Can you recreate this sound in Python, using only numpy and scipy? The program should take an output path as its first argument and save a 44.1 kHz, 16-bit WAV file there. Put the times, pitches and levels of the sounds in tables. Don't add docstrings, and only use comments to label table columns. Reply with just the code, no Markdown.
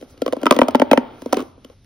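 import sys
import numpy as np
from scipy import signal
from scipy.fft import rfft, irfft, next_fast_len
from scipy.io import wavfile
from scipy.ndimage import uniform_filter1d

SR = 44100
rng = np.random.default_rng(int(sys.argv[2]) if len(sys.argv) > 2 else 0)


def transcribe(signal):
    frames = np.atleast_2d(signal).T
    limited = np.clip(frames, -1, 1)
    pcm = np.round(limited * 32767).astype(np.int16)
    wavfile.write(sys.argv[1], SR, pcm)


def ratio_of_db(decibels):
    return 10 ** (np.asarray(decibels, float) / 20)


N = 81585

# (time [s], crack [dB], low tones [dB], middle tone [dB], upper tones [dB])
SNAPS = [(0.0116, -41, -40, -32, -67), (0.0249, -51.5, -32, -22.5, -35), (0.139, -76, -91, -41, -95),
         (0.1759, -42, -44, -44.5, -64), (0.2182, -18.5, -18.5, -5.5, -38),
         (0.2616, -22.5, -26.5, -6.5, -17), (0.2781, -24.5, -22, -10.5, -18.5),
         (0.3241, -24.5, -22.5, -20, -21), (0.3307, -24.5, -44.5, -4.5, -28.5),
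         (0.3659, -34.5, -22, -20.5, -36), (0.415, -35, -31.5, -30.5, -36),
         (0.4201, -49.5, -28.5, -25.5, -49), (0.4308, -23, -17, -13, -26),
         (0.4564, -19, -12, -8.5, -17.5), (0.4657, -16.5, -13, -12, -2.5),
         (0.5086, -3, -7, 1, 1), (0.5138, -24, -9, -14.5, -29), (0.5231, -12, -24, -3.5, -10.5),
          (0.5508, -32, -25, -25.5, -54.5), (0.5639, -17, -15.5, -9, -20), (0.5883, -13, -7.5, 1.5, -5.5),
          (0.615, -16.5, -7.5, 5, -2.5), (0.6313, -27, -19, -16.5, -18.5),
          (0.6832, -16, -17.5, -5.5, -17.5), (0.708, -27, -37.5, -30, -31), (0.7474, -16.5, -7, -1, -5.5),
          (0.7541, -19, -52, -18, -13.5), (0.7973, -20.5, -14.5, -8.5, -12), (0.8175, -16, -8, 1, -7.5),
          (0.912, -24.5, -41, -44, -4.5), (0.9132, -11.5, -5.5, -2.5, -1), (0.931, -14, -12, 6, -4.5),
          (0.9742, -17.5, -7.5, -2, -4.5),
         (1.2191, -30, -31, -25.5, -36), (1.259, -31.5, -22, -12.5, -40), (1.3255, -16, -16.5, -9.5, -17),
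           (1.3288, -10, -20.5, -2.5, -20), (1.3429, -24, -23, -41, -19), (1.3687, -17, -19.5, -7, -26),
           (1.384, -34, -42, -29, -45), (1.393, -31, -24, -19, -40), (1.412, -42, -28, -31, -47),
           (1.403, -25, -33, -23.5, -44), (1.4225, -36, -43, -16, -46), (1.5764, -96.5, -46, -36, -75.5),
           (1.6461, -34, -38.5, -29, -40), (1.698, -45.5, -59.5, -32, -78.5)]
FOLDS = SNAPS
SIDES = np.array([[0.5], [-0.5]])


def evened(x):
    return x / np.sqrt(np.mean(x ** 2) + 1e-20)


def read(points, hz):
    f, value = np.transpose(points)
    return np.interp(np.log(hz + 1), np.log(f + 1), value)


def follow(points):
    return ratio_of_db(np.interp(np.arange(N) / SR, *np.transpose(points)))


def coloured(x, spectrum, ports=0):
    # (frequency [Hz], left ahead of right [rad])
    port_lead = [(0, 0), (1120, -0.6), (2930, 1.5), (4910, 0.1), (10300, 5.9), (11900, 6.5), (13000, 8.5),
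                 (15700, 10.4), (16700, 10.5)]
    size = next_fast_len(x.shape[1] + 2048)
    hz = np.fft.rfftfreq(size, 1 / SR)
    lead = ports * read(port_lead, hz) * np.minimum(hz / 1000, 1)
    turn = np.exp(1j * lead * SIDES)
    return irfft(rfft(x, size) * turn * ratio_of_db(read(spectrum, hz)), size)[:, :x.shape[1]]


def pair(same, size):
    a, b = rng.standard_normal((2, size))
    return np.array([a, same * a + np.sqrt(1 - same ** 2) * b])


def add(mix, s, sound):
    part = mix[:, round(s * SR):][:, :sound.shape[1]]
    part += sound[:, :part.shape[1]]


def ring(tones, level_db, pitch):
    delay, rise = 0.558, 1.207
    chirp, chirp_cycles = 0.32, 0.81
    t, out = np.arange(6000) / SR, 0
    for hz, db, t60, pan_db, lead in tones:
        vary_hz, vary_db, sway = rng.standard_normal(3)
        hz = hz * pitch * (1 + 0.015 * vary_hz)
        cycles = np.maximum(t * hz - delay, 0)
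        turns = cycles + chirp * chirp_cycles * (1 - np.exp(-cycles / chirp_cycles))
        onset = 1 - np.exp(-(cycles / rise) ** 2)
        decay = ratio_of_db(level_db + db + 0.6 * vary_db - 60 * cycles / hz / t60)
        pan = ratio_of_db(SIDES * (pan_db + 1.2 * sway))
        out = out + onset * decay * pan * np.sin(2 * np.pi * turns + SIDES * lead)
    return out


def floor():
    # (frequency [Hz], level [dB])
    air_colour = [(12, -57.5), (20, -14), (106, -11.5), (161, -16.5), (1000, -42.5), (3920, -39.5),
                  (7080, -58.5), (15600, -60.5), (17000, -94.5)]
    air = evened(coloured(pair(0.97, size=N), air_colour))
    hum_hz = 94
    band = signal.butter(1, [hum_hz - 4, hum_hz + 4], "band", fs=SR, output="sos")
    hum = evened(signal.sosfilt(band, rng.standard_normal(N)))
    return ratio_of_db(-54.5) * air + ratio_of_db(-58) * hum


def rubbing():
    # (time [s], level [dB])
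    grip = [(0, -37), (0.051, -40), (.17, -41), (.35, -34.5), (.45, -26), (.55, -20), (.7, -24.5),
            (.95, -26.5), (1.05, -27.5), (1.191, -33), (1.361, -30.5), (1.371, -15.5), (1.418, -21),
            (1.442, -34.5), (1.549, -47.5), (1.73, -41.5), (1.77, -73)]
    # (frequency [Hz], level [dB])
    rub_colour = [(100, -29), (260, 5.5), (450, 1.5), (1100, -10), (2000, -21), (3200, -14.5),
                  (6000, -39.5), (16000, -29)]
    # (frequency [Hz], level [dB], decay t60 [s], left over right [dB], left ahead [rad])
    rib_tones = [(1060, -5, 0.014, 0, -1.7), (1400, -9.5, .05, 0, -0.45), (2102, -12.5, .04, -1, -1.1)]
    slips_per_s, grain_db = 6200, 1.5
    slip_now = rng.random(N) < slips_per_s / SR
    slips = ratio_of_db(grain_db * np.minimum(rng.exponential(1, N), 5)) * slip_now
    grain = signal.oaconvolve(slips, ratio_of_db(-60 * np.arange(600) / SR / 0.012))[:N]
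    skin = evened(grain) * pair(0.95, size=N)
    ribs = signal.oaconvolve(skin[:1], ring(rib_tones, -36.5, 0.98), axes=1)[:, :N]
    return (coloured(skin, rub_colour, ports=1) + ribs) * follow(grip)


def sliding():
    # (time [s], level [dB])
    slide = [(0, -54.5), (.03, -50.5), (.06, -58.5), (.11, -49.5), (.16, -60.5), (.3, -56), (1.051, -68.5),
             (1.222, -51), (1.321, -54.5), (1.458, -53), (1.55, -65), (1.719, -58), (1.76, -62.5)]
    # (frequency [Hz], level [dB])
    slide_colour = [(1500, -32.5), (4000, -4), (11000, 6.5), (16000, -8)]
    return coloured(pair(0.63, size=N), slide_colour, ports=1) * follow(slide)


def cracks():
    # (time [s], crack [dB])
    ticks = [(0.2874, -36), (0.4065, -44), (0.4465, -39.5), (0.5437, -27.5), (0.6078, -24), (1.39, -30),
             (1.413, -37), (1.8444, -45.5)]
    # (frequency [Hz], level [dB])
    crack_colour = [(700, -40), (1500, -6), (3000, -3.5), (5500, -8.5), (9000, -0.5), (16000, -12.5)]
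    out = np.zeros((2, N))
    u = np.arange(1000) / SR / 0.0013
    for s, crack_db, *_ in FOLDS + ticks:
        ragged_db = 3.5 * evened(uniform_filter1d(rng.standard_normal(len(u)), size=30))
        burst = u * np.exp(1 - u) * ratio_of_db(crack_db + 1 + ragged_db)
        add(out, s, burst * pair(0.98, size=len(u)))
    return coloured(out, crack_colour, ports=0.86)


def tube_tones():
    # (frequency [Hz], level [dB], decay t60 [s], left over right [dB], left ahead [rad])
    low_tones = [(243.9, 9, 0.05, 1, 0.045), (380.2, 3.5, 0.029, -1, .1)]
    middle_tones = [(519, 7, 0.02, 2.8, 0.62), (719.6, -9.5, 0.014, 0.71, -.3)]
    third_tone = [(1000, 3.85, 0.026, -0.27, -0.66)]
    upper_tones = [(1433, -8, 0.024, 0.29, 0.69), (1630, -15.5, 0.036, -1, -0.041),
                   (2090, -12.5, 0.02, -0.63, 0.00051), (2470, -11.5, 0.023, -1.6, 1.94),
                   (3234, -6.5, 0.012, -0.74, 2.09)]
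    # (time [s], middle tone [Hz], third tone [Hz], third over middle [dB], middle left over right [dB])
    voices = [(0.02, 467, 1040, -29, 0.3), (0.218, 485, 1000, -31, 2.5), (0.261, 476, 1060, -13.5, -2),
              (0.278, 521, 1096, -11.5, -2), (0.324, 473, 974, -8, -23), (0.330, 510, 970, -18.5, -1.5),
              (0.366, 573, 1020, -10.5, 4), (0.431, 560, 980, -14, 3), (0.456, 507, 1020, -10, -4),
              (0.465, 602, 963, 5.5, 7), (0.509, 602, 1000, -2, 0), (0.523, 517, 1060, -4.5, 0),
              (0.564, 514, 1000, -16.5, 4.2), (0.588, 509, 920, -13, 1.2), (0.615, 547, 936, -6.5, 0),
              (0.683, 620, 924, -12, -2), (0.747, 550, 877, 0, 4), (0.797, 590, 912, -7, 2),
              (0.817, 565.5, 877, -4.5, 2), (0.913, 618, 818, -3, 2), (0.931, 538, 908, -9.5, -1),
              (0.974, 526, 910, -6.5, 0.3), (1.219, 506, 970, -8, 0.3), (1.26, 457, 940, -19, -1.5),
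              (1.328, 481, 1000, -9, -4.7), (1.369, 414, 995, -17.5, -3), (1.4, 426, 1116, -5, 0.3),
              (1.424, 366, 1050, -27, -4), (1.647, 469, 1064, -17.5, 0.3)]
    # (time [s], low tone factor [ratio])
    squeeze = [(0, 1.05), (0.219, 1.103), (.5, 1.085), (.69, 1.04), (0.751, 1.032), (.92, 1.048),
               (0.998, 1.016), (1.299, 1.04), (1.85, 1.05)]
    out = np.zeros((2, N))
    for s, _, low_db, middle_db, upper_db in FOLDS:
        nearest = min(voices, key=lambda voice: abs(voice[0] - s))
        _, middle_hz, third_hz, third_db, pan_db = nearest
        low = ring(low_tones, low_db, np.interp(s, *np.transpose(squeeze)))
        middle = ring(middle_tones, middle_db, middle_hz / middle_tones[0][0]) * ratio_of_db(pan_db * SIDES)
        third = ring(third_tone, middle_db + third_db, third_hz / third_tone[0][0])
        upper = ring(upper_tones, upper_db, 0.94)
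        add(out, s, low + middle - third - upper)
    return out


def panels():
    # (time [s], frequency [Hz], level [dB])
    pings = [(0.2204, 1460, -30), (0.4305, 1410, -25.5), (0.4561, 1406, -16), (0.4663, 1367, -5),
             (0.5091, 1240, -4), (0.5885, 2050, -10), (0.6832, 1360, -18), (0.8169, 2074, -15.5),
             (0.9128, 1400, -9.5), (0.9149, 2600, -10), (0.974, 1920, -16), (1.3282, 784.4, -12),
             (1.327, 1400, -15.5), (1.6464, 3210, -38.5)]
    out = np.zeros((2, N))
    for s, hz, db in pings:
        t60 = 49.4 / hz
        add(out, s, -ring([(hz, 0, t60, 0, -0.4)], db, 0.95))
    return out


def room(x):
    # (frequency [Hz], decay t60 [s])
    room_decay = [(120, 0.73), (400, 0.21), (1200, 0.67), (3500, 0.077), (9000, 0.21)]
    # (frequency [Hz], level [dB])
    room_level = [(150, -20), (260, -18.5), (600, -13), (1500, -19.5), (4000, -11), (10000, -17)]
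    hz, t, z = signal.stft(pair(0.31, size=SR // 2), SR, nperseg=256)
    t60 = read(room_decay, hz)[:, None]
    fading = ratio_of_db(read(room_level, hz)[:, None] - 60 * t / t60)
    z = z * fading / np.sqrt(t60 * SR / 14.0)
    tail = signal.istft(z, SR, nperseg=256)[1]
    tail = tail * np.clip(np.arange(tail.shape[1]) / SR / 0.012, 0, 1)
    return signal.fftconvolve(x.mean(0)[None], tail, axes=1)[:, :N]


def scene():
    tube = rubbing() + sliding() + cracks() + tube_tones() + panels()
    return tube + room(tube) + floor()


def gate(x):
    # (from [Hz], to [Hz], threshold [dB])
    deaf_bands = [(6800, 8700, -80), (13200, 15100, -81), (15100, 17000, -86)]
    gate_db, gate_hz = -98, 6300
    hz, _, z = signal.stft(x, SR, nperseg=512)
    power = (abs(z) ** 2).mean(0)
    smooth = uniform_filter1d(uniform_filter1d(power, size=9, axis=0), size=3, axis=1)
    keep = np.clip((10 * np.log10(abs(smooth) + 1e-20) - gate_db) / 4, 0, 1)
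    keep[hz < gate_hz] = 1
    for low_hz, high_hz, db in deaf_bands:
        band = (hz > low_hz) & (hz < high_hz)
        keep[band] *= 10 * np.log10(power[band].mean(0) + 1e-20) > db
    return signal.istft(z * keep, SR, nperseg=512)[1][:, :N]


def roll_off(x):
    return signal.sosfilt(signal.butter(12, 17140, fs=SR, output="sos"), x)


def record(dry):
    # (frequency [Hz], level [dB])
    mic_colour = [(5800, 1.11), (6900, -5.5), (8200, -6.5), (9500, -9.5), (12500, -12.5), (14000, -8),
                  (15600, 5), (16400, -20)]
    band_limit = signal.firwin(255, 16900, fs=SR)[None]
    x = signal.oaconvolve(coloured(dry, mic_colour), band_limit, "same")
    knee = 12
    x = x / (1 + abs(x) ** knee) ** (1 / knee)
    return roll_off(gate(x))


dry = scene()
out = record(dry)
transcribe(out)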